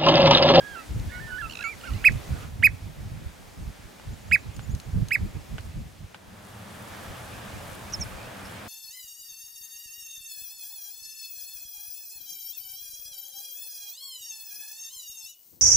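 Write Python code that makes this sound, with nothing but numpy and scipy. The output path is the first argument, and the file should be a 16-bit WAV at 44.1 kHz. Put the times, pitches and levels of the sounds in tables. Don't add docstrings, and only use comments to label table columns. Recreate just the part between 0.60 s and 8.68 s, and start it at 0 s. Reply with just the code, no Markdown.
import sys
import numpy as np
from scipy import signal
from scipy.io import wavfile
from scipy.ndimage import uniform_filter1d, map_coordinates

SR = 44100
rng = np.random.default_rng(int(sys.argv[2]) if len(sys.argv) > 2 else 0)


def log_audio(samples):
    frames = np.atleast_2d(samples).T
    limited = np.clip(frames, -1, 1)
    pcm = np.round(limited * 32767).astype(np.int16)
    wavfile.write(sys.argv[1], SR, pcm)


N = 356328
TIME = np.arange(N) / SR


def from_db(db):
    return 10 ** (np.asarray(db) / 20)


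def rms_one(x):
    return x / np.sqrt(np.mean(x ** 2) + 1e-20)


def read(rows, at):
    key, *columns = np.transpose(rows)
    return [np.interp(at, key, c) for c in columns]


def at_hz(rows, hz):
    key, *columns = np.transpose(rows)
    return [np.interp(np.log(hz), np.log(np.maximum(key, 1)), c) for c in columns]


def drift(per_s, size):
    place = np.arange(size) * per_s / SR
    return map_coordinates(rng.standard_normal(int(place[-1]) + 2), [place], order=1)


def add(out, start_s, sound):
    start = max(int(start_s * SR), 0)
    out[:, start:start + sound.shape[-1]] += sound[..., :N - start]


def band(x, low_hz, high_hz):
    sos = signal.butter(2, [low_hz, min(high_hz, SR * .45)], "band", fs=SR, output="sos")
    return signal.sosfilt(sos, x)


def pan(left_db):
    ears = from_db(np.array([left_db, -left_db]) / 2)
    return ears / ears.mean(axis=0)


def banded_noise(spectrum, likeness, flicker_db, flicker_per_s):
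    edges = 20 * 2 ** (np.arange(21) / 2)
    out, white = 0, rng.standard_normal((2, 2, N))
    for k, (low, high) in enumerate(zip(edges, edges[1:])):
        if high < spectrum[0][0] or low > spectrum[-1][0]:
            continue
        mid, side = band(white[k % 2], low, high)
        hz = np.sqrt(low * high)
        alike = np.clip(at_hz(likeness, hz)[0], -1, 1)
        gain = from_db(at_hz(spectrum, hz)[0] + flicker_db * drift(flicker_per_s, N))
        out = out + gain * (np.sqrt(1 + alike) * mid + np.sqrt(1 - alike) * side * [[1], [-1]])
    return rms_one(out)


def shore(x, tail_db, fade_s):
    t = np.arange(SR // 2) / SR
    tail = band(rng.standard_normal((2, len(t))), 730, 5300) * from_db(-60 * t / fade_s) * (t > .004)
    tail /= np.sqrt(np.sum(tail ** 2) / 2)
    return x + from_db(tail_db) * signal.fftconvolve(x, tail, axes=1)[:, :N]


def echo(x, delay_s, gain_db):
    return from_db(gain_db) * np.array([np.interp(TIME - delay_s, TIME, c, left=0) for c in x])


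# time_s, rush_db, hiss_db
AIR_LEVELS = [(0, -53.5, -57.5), (1.08, -54, -57.5), (1.44, -51.5, -55.5), (1.83, -50.5, -56),
              (1.9, -57, -61), (5.06, -56, -61), (5.33, -60.5, -64), (5.58, -59.5, -65.5), (5.9, -54, -60),
              (6.37, -48.5, -55), (7.3, -49, -54.7), (8.08, -48, -56.5)]
# time_s, share (0 to 1)
WATER_SHARE = [(5.4, 0.01), (6.0, 0.96)]
# frequency_hz, level_db
AIR_SPECTRUM = [(200, 3), (450, 0.5), (700, -0.5), (1100, -5), (2000, -6.5), (3500, -12), (6000, -17.5),
                (12000, -43)]
WASH_SPECTRUM = [(90, -13), (160, -19), (260, -8), (415, -14), (640, -5.5), (900, -14.5), (1350, -7.5),
                 (1850, -20.5), (2150, -18), (2680, -17), (4500, -29.5), (6500, -55)]
GRASS_SPECTRUM = [(1500, -10), (3500, -1), (6000, 0), (9000, -1), (12500, -4.5), (15500, -9)]
# frequency_hz, likeness
AIR_STEREO = [(100, 0.75), (300, 0), (640, 0), (1400, 0.33), (3100, 0.58), (6800, 0.69), (15000, 0.91)]
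WASH_STEREO = [(60, 1), (130, 1), (290, 0.16), (640, 0.52), (1410, 0.36), (3100, 0.67), (6820, 0.68),
               (15000, 0.72)]


def air(body_gain_db=6.5, wash_gain_db=6.0, grass_gain_db=3):
    rush_db, hiss_db = read(AIR_LEVELS, TIME)
    water = np.clip(read(WATER_SHARE, TIME)[0], 0, 1)
    body = banded_noise(AIR_SPECTRUM, AIR_STEREO, flicker_db=1.0, flicker_per_s=16)
    wash = banded_noise(WASH_SPECTRUM, WASH_STEREO, flicker_db=.56, flicker_per_s=9)
    grass = banded_noise(GRASS_SPECTRUM, AIR_STEREO, flicker_db=.7, flicker_per_s=26)
    body *= from_db(body_gain_db) * np.sqrt(1 - water)
    wash *= from_db(wash_gain_db) * np.sqrt(water)
    return from_db(rush_db) * (body + wash) + from_db(hiss_db + grass_gain_db) * grass


# pitch_hz, width_hz, level_db
DRONE_BANDS = [(103, 41, -48.5), (194.4, 41, -50.5)]


def drone():
    hum = 0
    for hz, width_hz, db in DRONE_BANDS:
        noise = rng.standard_normal(N) + .08 * rng.standard_normal((2, N))
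        hum = hum + from_db(db) * rms_one(band(noise, hz - width_hz / 2, hz + width_hz / 2))
    return hum * np.clip(read(WATER_SHARE, TIME)[0], 0, 1)


# peak_s, half_length_s, level_db
GRASS_SWELLS = [(5.875, .04, -59.5), (6.25, 0.16, -59.5), (6.635, 0.054, -57), (7.1, 0.05, -52.5),
                (7.41, 0.091, -56), (7.873, .06, -57)]


def rustles(grain_db=8.0):
    swell = sum(from_db(db) * np.exp(-((TIME - s) / half) ** 2 / 2) for s, half, db in GRASS_SWELLS)
    stems = rng.standard_normal(N) + .6 * rng.standard_normal((2, N))
    grains = from_db(grain_db * np.minimum(drift(400, N), 2))
    return swell * rms_one(band(stems * grains, 7000, 11600))


# time_s, level_db
BREEZE_LEVELS = [(0, -40.5), (.1, -56), (.25, -54), (.62, -45), (.96, -43.5), (1.07, -55), (1.3, -44),
                 (1.6, -41.5), (2.65, -41.5), (2.75, -50.5), (3.4, -53), (3.7, -46.5), (4.8, -40),
                 (5.25, -45.5), (5.62, -59.5), (6.85, -46.5), (7.5, -46.5), (8.08, -60)]
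# start_s, length_s, level_db
WIND_GUSTS = [(0.303, 0.19, -30.5), (.825, 0.032, -40), (1.297, .075, -30), (1.501, 0.051, -27.5),
              (1.697, 0.044, -30), (1.934, 0.026, -35.5), (2.041, .05, -36.5), (2.398, 0.037, -36),
              (2.52, 0.057, -36.5), (2.982, 0.12, -35.5), (3.47, 0.06, -32.5), (3.714, 0.026, -32),
              (3.862, .035, -36), (3.972, 0.025, -34), (4.08, .075, -30), (4.275, .025, -35),
              (4.341, 0.089, -23.5), (4.616, 0.044, -25.5), (4.915, 0.038, -33), (5.06, 0.033, -33),
              (5.162, 0.058, -31.5), (5.409, 0.023, -38), (6.483, .025, -40.5), (7.39, 0.069, -39)]


def wind_strength(flutter_db=5, churn_db=2.5, rise_db_per_s=650, fall_db_per_s=502):
    power = from_db(read(BREEZE_LEVELS, TIME)[0] + flutter_db * drift(26, N)) ** 2
    for s, length, db in WIND_GUSTS:
        below_db = np.maximum((s - TIME) * rise_db_per_s, (TIME - s - length) * fall_db_per_s)
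        near = below_db < 60
        power[near] += from_db(db - np.maximum(below_db[near], 0)) ** 2
    return np.sqrt(power) * from_db(churn_db * drift(50, N))


# frequency_hz, level_db
WIND_SPECTRUM = [(22, -23.5), (35, 1), (53, 2), (103, 3), (157, -3), (244, -14), (420, -44), (550, -72)]
# frequency_hz, likeness
WIND_STEREO = [(30, 0.92), (70, 0.67), (150, -0.09), (300, -0.24)]
# time_s, left_louder_db
WIND_SIDE = [(0, -2.5), (.5, 6), (1.0, 1), (1.3, -4.5), (3.0, -2), (4.35, -5.5), (5.0, -2.5), (6.5, -1),
             (7.4, -1), (8.0, 3)]


def wind(gain_db=-0.6, evenness=.88):
    swirls = banded_noise(WIND_SPECTRUM, WIND_STEREO, flicker_db=1.5, flicker_per_s=22)
    swell = np.sqrt(uniform_filter1d(np.mean(swirls ** 2, axis=0), size=3000))
    steady = swirls / swell ** evenness
    return steady * pan(read(WIND_SIDE, TIME)[0]) * from_db(gain_db) * wind_strength()


# peak_s, pitch_hz, level_db
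WIND_THUMPS = [(.372, 85, -27), (1.37, 75, -28), (1.516, 80, -29), (1.73, 80, -28), (2.227, 75, -28),
               (2.667, 70, -25), (3.08, 85, -27), (4.143, 60, -22), (4.358, 100, -21), (4.43, 120, -24),
               (7.403, 90, -29)]


def thumps(half_width_cycles=.51):
    out, t = np.zeros((2, N)), np.arange(-SR // 25, SR // 25) / SR
    for s, hz, db in WIND_THUMPS:
        cycles = hz * t * (1 + .066 * rng.standard_normal((2, 1)))
        phase = 2 * np.pi * cycles + rng.uniform(0, 2 * np.pi) + .91 * rng.standard_normal((2, 1))
        push = np.sin(phase) * np.exp(-(cycles / half_width_cycles) ** 2)
        add(out, s + t[0], from_db(db + np.array([[-1.5], [1.5]])) * push)
    return out


# start_s, level_db, brightness_db_per_octave
KNOCK_HITS = [(3.397, -36, -6), (3.993, -31, -3), (4.982, -25.5, -0.5), (5.545, -28.5, -1)]
TICK_HITS = [(.398, -47, -6), (1.52, -40, 8), (3.965, -41, 8), (4.15, -38, 4), (4.2, -37.5, -3),
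             (4.485, -36, -1), (5.008, -49, 1)]
# pitch_hz, level_db, fade_s (time to fall 60 dB)
KNOCK_TONES = [(530, -8, 0.012), (835, -4, .018), (1210, 1.5, 0.008), (1510, 1, 0.018), (2360, 1.5, 0.0051),
               (3030, 3, 0.0061)]
TICK_TONES = [(4140, 7.5, 0.0074), (6460, 2, 0.021), (8060, 1, 0.0066), (10200, -4, .006)]


def taps(hits, tones, noise_db, noise_fade_s):
    out, t = np.zeros((2, N)), np.arange(SR // 10) / SR
    hz, tone_db, fade_s = np.transpose(tones)[:, :, None]
    signs = (-1) ** np.arange(len(tones))[:, None]
    for s, db, brightness in hits:
        strength_db = tone_db + brightness * np.log2(hz / np.median(hz)) + rng.normal(0, 1.6, hz.shape)
        rings = signs * from_db(strength_db - 60 * t / fade_s) * np.sin(2 * np.pi * hz * t)
        puff = rms_one(band(rng.standard_normal((2, len(t))), tones[0][0] / 2, tones[-1][0]))
        puff *= from_db(noise_db - 60 * t / noise_fade_s)
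        add(out, s, from_db(db) * (rings.sum(axis=0) / 2 + puff))
    return out


def bird_note(contour, harmonics_db, side, jitter, shimmer_db, bloom=.091):
    start_s = contour[0][0]
    t = np.arange(start_s, max(contour[-1][0], start_s + .005), 1 / SR)
    hz, level_db = read(contour, t)
    hz = hz * (1 + jitter * drift(700, len(t)))
    phase = 2 * np.pi * np.cumsum(hz) / SR
    edge_fade = np.minimum(1, np.minimum(t - t[0], t[-1] - t) / .00042)
    out = 0
    for k, harmonic_db in enumerate(harmonics_db, 1):
        left_db, lead = at_hz(side, k * hz)
        own_db = harmonic_db(hz) if callable(harmonic_db) else harmonic_db
        bloom_db = bloom * (k > 1) * (level_db - level_db.max())
        gain = from_db(level_db + own_db + bloom_db + shimmer_db * k * drift(199.4, len(t)))
        out = out + gain * pan(left_db) * np.sin(k * phase + np.array([lead, -lead]) / 2)
    return np.sqrt(2) * edge_fade * out


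# start_s, end_s, call_count, lowest_hz, highest_hz, call_level_db
COLONY_BURSTS = [(0.143, 0.167, 3, 1290, 2010, -58), (0.476, 0.499, 4, 1490, 2097, -55.5),
                 (1.168, 1.426, 7, 1280, 2724, -56.5), (1.694, 1.799, 7, 1214, 2000, -60),
                 (4.68, 5.153, 4, 2390, 2570, -68), (6.299, 6.451, 5, 1414, 2820, -60.5),
                 (6.504, 8.002, 20, 2200, 3110, -60)]
# frequency_hz, left_louder_db, left_lead_radians
BIRD_DIRECTION = [(4400, -10.5, 0.0048), (8000, 6, 0)]


def colony():
    out = np.zeros((2, N))
    for start, end, count, low_hz, high_hz, db in COLONY_BURSTS:
        for when, pitch, length in rng.random((round(count), 3)):
            s = start + when * (end - start)
            hz = low_hz + pitch * (high_hz - low_hz)
            span = .0383 + .0473 * length
            cry = [(s, hz * .9, db - 4), (s + span / 2, hz, db), (s + span, hz * 1.1, db - 3)]
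            add(out, s, bird_note(cry, [0, -15], BIRD_DIRECTION, jitter=.025, shimmer_db=4.5))
    return shore(out, tail_db=-7.5, fade_s=.25)


# start_s, length_s, first_hz, settling_hz, level_db
CHIP_NOTES = [(7.331, 0.027, 6670, 5130, -27), (7.406, 0.034, 7250, 5260, -30.5)]


def chips(fall_s=.0076, attack_s=.007, release_s=.013, fade_db=16.5, lead_in_s=.0075):
    out = np.zeros((2, N))
    for s, length, first_hz, last_hz, db in CHIP_NOTES:
        lead_in = [(s - lead_in_s, first_hz * .92, db - 18),
                   (s - lead_in_s / 2, first_hz * .85, db - 13), (s, first_hz * .71, db - 19)]
        t = np.linspace(0, length, 24)
        hz = last_hz + (first_hz - last_hz) * np.exp(-t / fall_s)
        faded = np.maximum(0, np.maximum(1 - t / attack_s, 1 - (length - t) / release_s))
        chip = np.transpose([s + t, hz, db - fade_db * faded])
        for note in (lead_in, chip):
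            add(out, note[0][0], bird_note(note, [0, -36], BIRD_DIRECTION, jitter=.0051, shimmer_db=0))
    return out


# start_s, top_hz, level_db
TWITTER_NOTES = [(3.51, 7300, -62), (3.595, 7000, -61), (3.675, 7450, -59), (3.78, 7400, -60),
                 (3.928, 7100, -58), (4.012, 7250, -55), (4.095, 7100, -54), (4.22, 6900, -61)]


def twitters():
    out = np.zeros((2, N))
    for s, hz, db in TWITTER_NOTES:
        slide = [(s, hz * .82, db - 9), (s + .021, hz * .97, db),
                 (s + .028, hz, db), (s + .042, hz * .96, db - 7)]
        add(out, s, bird_note(slide, [0], BIRD_DIRECTION, jitter=.01, shimmer_db=3.5))
    return out


# frequency_hz, left_louder_db, left_lead_radians
GULL_DIRECTION = [(1400, -15, 0.55), (2300, -8.5, 0), (4400, -10.5, 0.31)]
# start_s, opening_s, upper_s, tail_s, opening_hz, top_hz, opening_db, upper_db, tail_db
WAIL_CALLS = [(0, 0.0035, .15, 0.07, 1666, 1665, -43, -44, -40),
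              (.505, .091, .115, .01, 1468, 1810, -40.5, -45.5, -55),
              (.675, .103, .038, .066, 1482, 1750, -35.5, -37, -35),
              (.985, .025, .028, .053, 1416, 1680, -43, -42, -35),
              (1.23, 0.016, .03, 0.023, 1390, 1580, -45, -43.5, -41)]


def gull_wails(break_s=.007, tail_start_hz=1377, tail_end_hz=1275, fade_db=15):
    out = np.zeros((2, N))
    overtone_db = lambda hz: np.interp(hz, [1320, 1500, 1607, 1760], [-7.5, -20, -13, -30])
    for s, opening, upper, tail, opening_hz, top_hz, opening_db, upper_db, tail_db in WAIL_CALLS:
        up, down = s + opening, s + opening + upper
        wail = [(s, opening_hz, opening_db - fade_db),
                (s + opening / 2, opening_hz, opening_db),
                (up, opening_hz, opening_db - .5),
                (up + break_s, top_hz * .965, upper_db),
                (up + upper * .3, top_hz, upper_db),
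                (up + upper * .77, top_hz * .985, upper_db),
                (down, top_hz * .927, upper_db + 2),
                (down + break_s, tail_start_hz, tail_db),
                (down + break_s + tail / 2, (tail_start_hz + tail_end_hz) / 2, tail_db - 2.5),
                (down + break_s + tail, tail_end_hz, tail_db - fade_db)]
        add(out, s, bird_note(wail, [0, overtone_db, -32], GULL_DIRECTION, jitter=.0094, shimmer_db=1.5))
    return out


# start_s, length_s, first_hz, top_hz, level_db
SQUEAL_CALLS = [(.52, 0.11, 2170, 2230, -47.5), (1.04, .103, 2210, 2390, -31)]


def gull_squeals(top_at=.63, droop_share=.19, fade_db=16.5):
    out, progress = np.zeros((2, N)), np.linspace(0, 1, 21)
    rise = np.minimum(progress / top_at, 1) ** 1.3
    droop = droop_share * (np.maximum(progress - top_at, 0) / (1 - top_at)) ** 2
    for s, length, first_hz, top_hz, db in SQUEAL_CALLS:
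        hz = (first_hz + (top_hz - first_hz) * rise) * (1 - droop)
        squeal = np.transpose([s + progress * length, hz, db - fade_db * progress ** 2])
        add(out, s, bird_note(squeal, [0, -22, -20], GULL_DIRECTION, jitter=.004, shimmer_db=.5, bloom=1))
    return out


# start_s, pulse_count, spacing_s, middle_hz, bow_share (how much lower the ends are), level_db
RATTLE_RUNS = [(0.9, 4, .0125, 1510, .08, -41), (.956, 5, .0183, 1305, -0.025, -37),
               (1.214, 5, .031, 1436, -.03, -48)]


def gull_rattle(harmonics_db=(-12, 3.5, -5, -11, -12)):
    out = np.zeros((2, N))
    for start, count, spacing, middle_hz, bow, db in RATTLE_RUNS:
        for k, place in enumerate(np.linspace(-1, 1, round(count))):
            s, hz = start + k * spacing, middle_hz * (1 - bow * place ** 2)
            pulse = [(s - .0045, hz * .99, db - 12), (s - .001, hz, db), (s + .0028, hz * .94, db - 8.5)]
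            voice = bird_note(pulse, harmonics_db, GULL_DIRECTION, jitter=.028, shimmer_db=.66)
            add(out, pulse[0][0], voice)
    return out


def kip_contour(s, length, top_hz, level_db, lean, drop_share=.44, soften_db=9, bill_db=16.5):
    progress = np.linspace(0, 1, 41)
    from_top = np.abs(2 * progress - 1)
    return np.transpose([s + (progress - lean * np.sin(np.pi * progress)) * length,
                         top_hz * (1 - drop_share * from_top ** 2.13),
                         level_db - soften_db * from_top ** 2 - bill_db * from_top ** 8])


# start_s, length_s, top_hz, level_db, dip_db (of the lowest harmonic, at the top),
# lean (above 0 peaks early), second_harmonic_extra_db, fifth_harmonic_extra_db
KIP_CALLS = [(1.442, .052, 2603, -12.5, -2.5, 0.04, 2, -5), (2.0269, .052, 2574, -11.5, 1, -0.0087, 0.5, 0),
             (3.714, .051, 2568, -12.5, 2, 0.014, 2.5, -5.5), (4.509, .055, 2626, -15, 12, -.045, 1.5, -6)]
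KIP_HARMONICS_DB = [0, -26, -33, -30.5, -25.5]
# frequency_hz, left_louder_db, left_lead_radians
WADER_DIRECTION = [(1700, -9.5, -0.19), (2200, -6.5, 0.28), (2600, -6.5, -.15), (5000, 10.5, 0),
                   (7550, -9.5, 0), (12000, -5, 0)]


def wader(dip_width_hz=230, rasp_db=-41):
    out = np.zeros((2, N))
    for s, length, top_hz, level_db, dip_db, lean, second_db, fifth_db in KIP_CALLS:
        arch = kip_contour(s, length, top_hz, level_db, lean)
        lowest_db = lambda hz: -dip_db * np.exp(-((hz - top_hz) / dip_width_hz) ** 2)
        harmonics_db = [lowest_db, *np.add(KIP_HARMONICS_DB[1:], [second_db, 0, 0, fifth_db])]
        add(out, s, bird_note(arch, harmonics_db, WADER_DIRECTION, jitter=.0045, shimmer_db=1, bloom=1.1))
        catch = [(s - .0015, 1250, level_db - 16), (s + .0031, 1600, level_db - 23)]
        add(out, catch[0][0], bird_note(catch, [-8, 0], WADER_DIRECTION, jitter=.02, shimmer_db=1))
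    rough_air = rms_one(band(rng.standard_normal(N), 300, 11000))
    rasp = from_db(rasp_db) * out * rough_air
    out = out + rasp + echo(out, delay_s=.0036, gain_db=-14)
    bank_echo = echo(out, delay_s=.102, gain_db=-47)
    out = shore(out, tail_db=-25, fade_s=.1) + bank_echo
    return shore(out, tail_db=-45.5, fade_s=.7)


def scene():
    knocks = taps(KNOCK_HITS, KNOCK_TONES, noise_db=-14, noise_fade_s=.08)
    ticks = taps(TICK_HITS, TICK_TONES, noise_db=-3.5, noise_fade_s=.026)
    kips = wader()
    gulls = shore(gull_wails() + gull_squeals() + gull_rattle(), tail_db=-22, fade_s=.23)
    birds = kips + gulls + colony() + chips() + twitters()
    return birds + knocks + ticks + wind() + thumps() + air() + rustles() + drone()


def record(dry, cutoff_hz=15900):
    return signal.sosfilt(signal.ellip(12, .1, 80, cutoff_hz, fs=SR, output="sos"), dry)


dry = scene()
out = record(dry)
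log_audio(out)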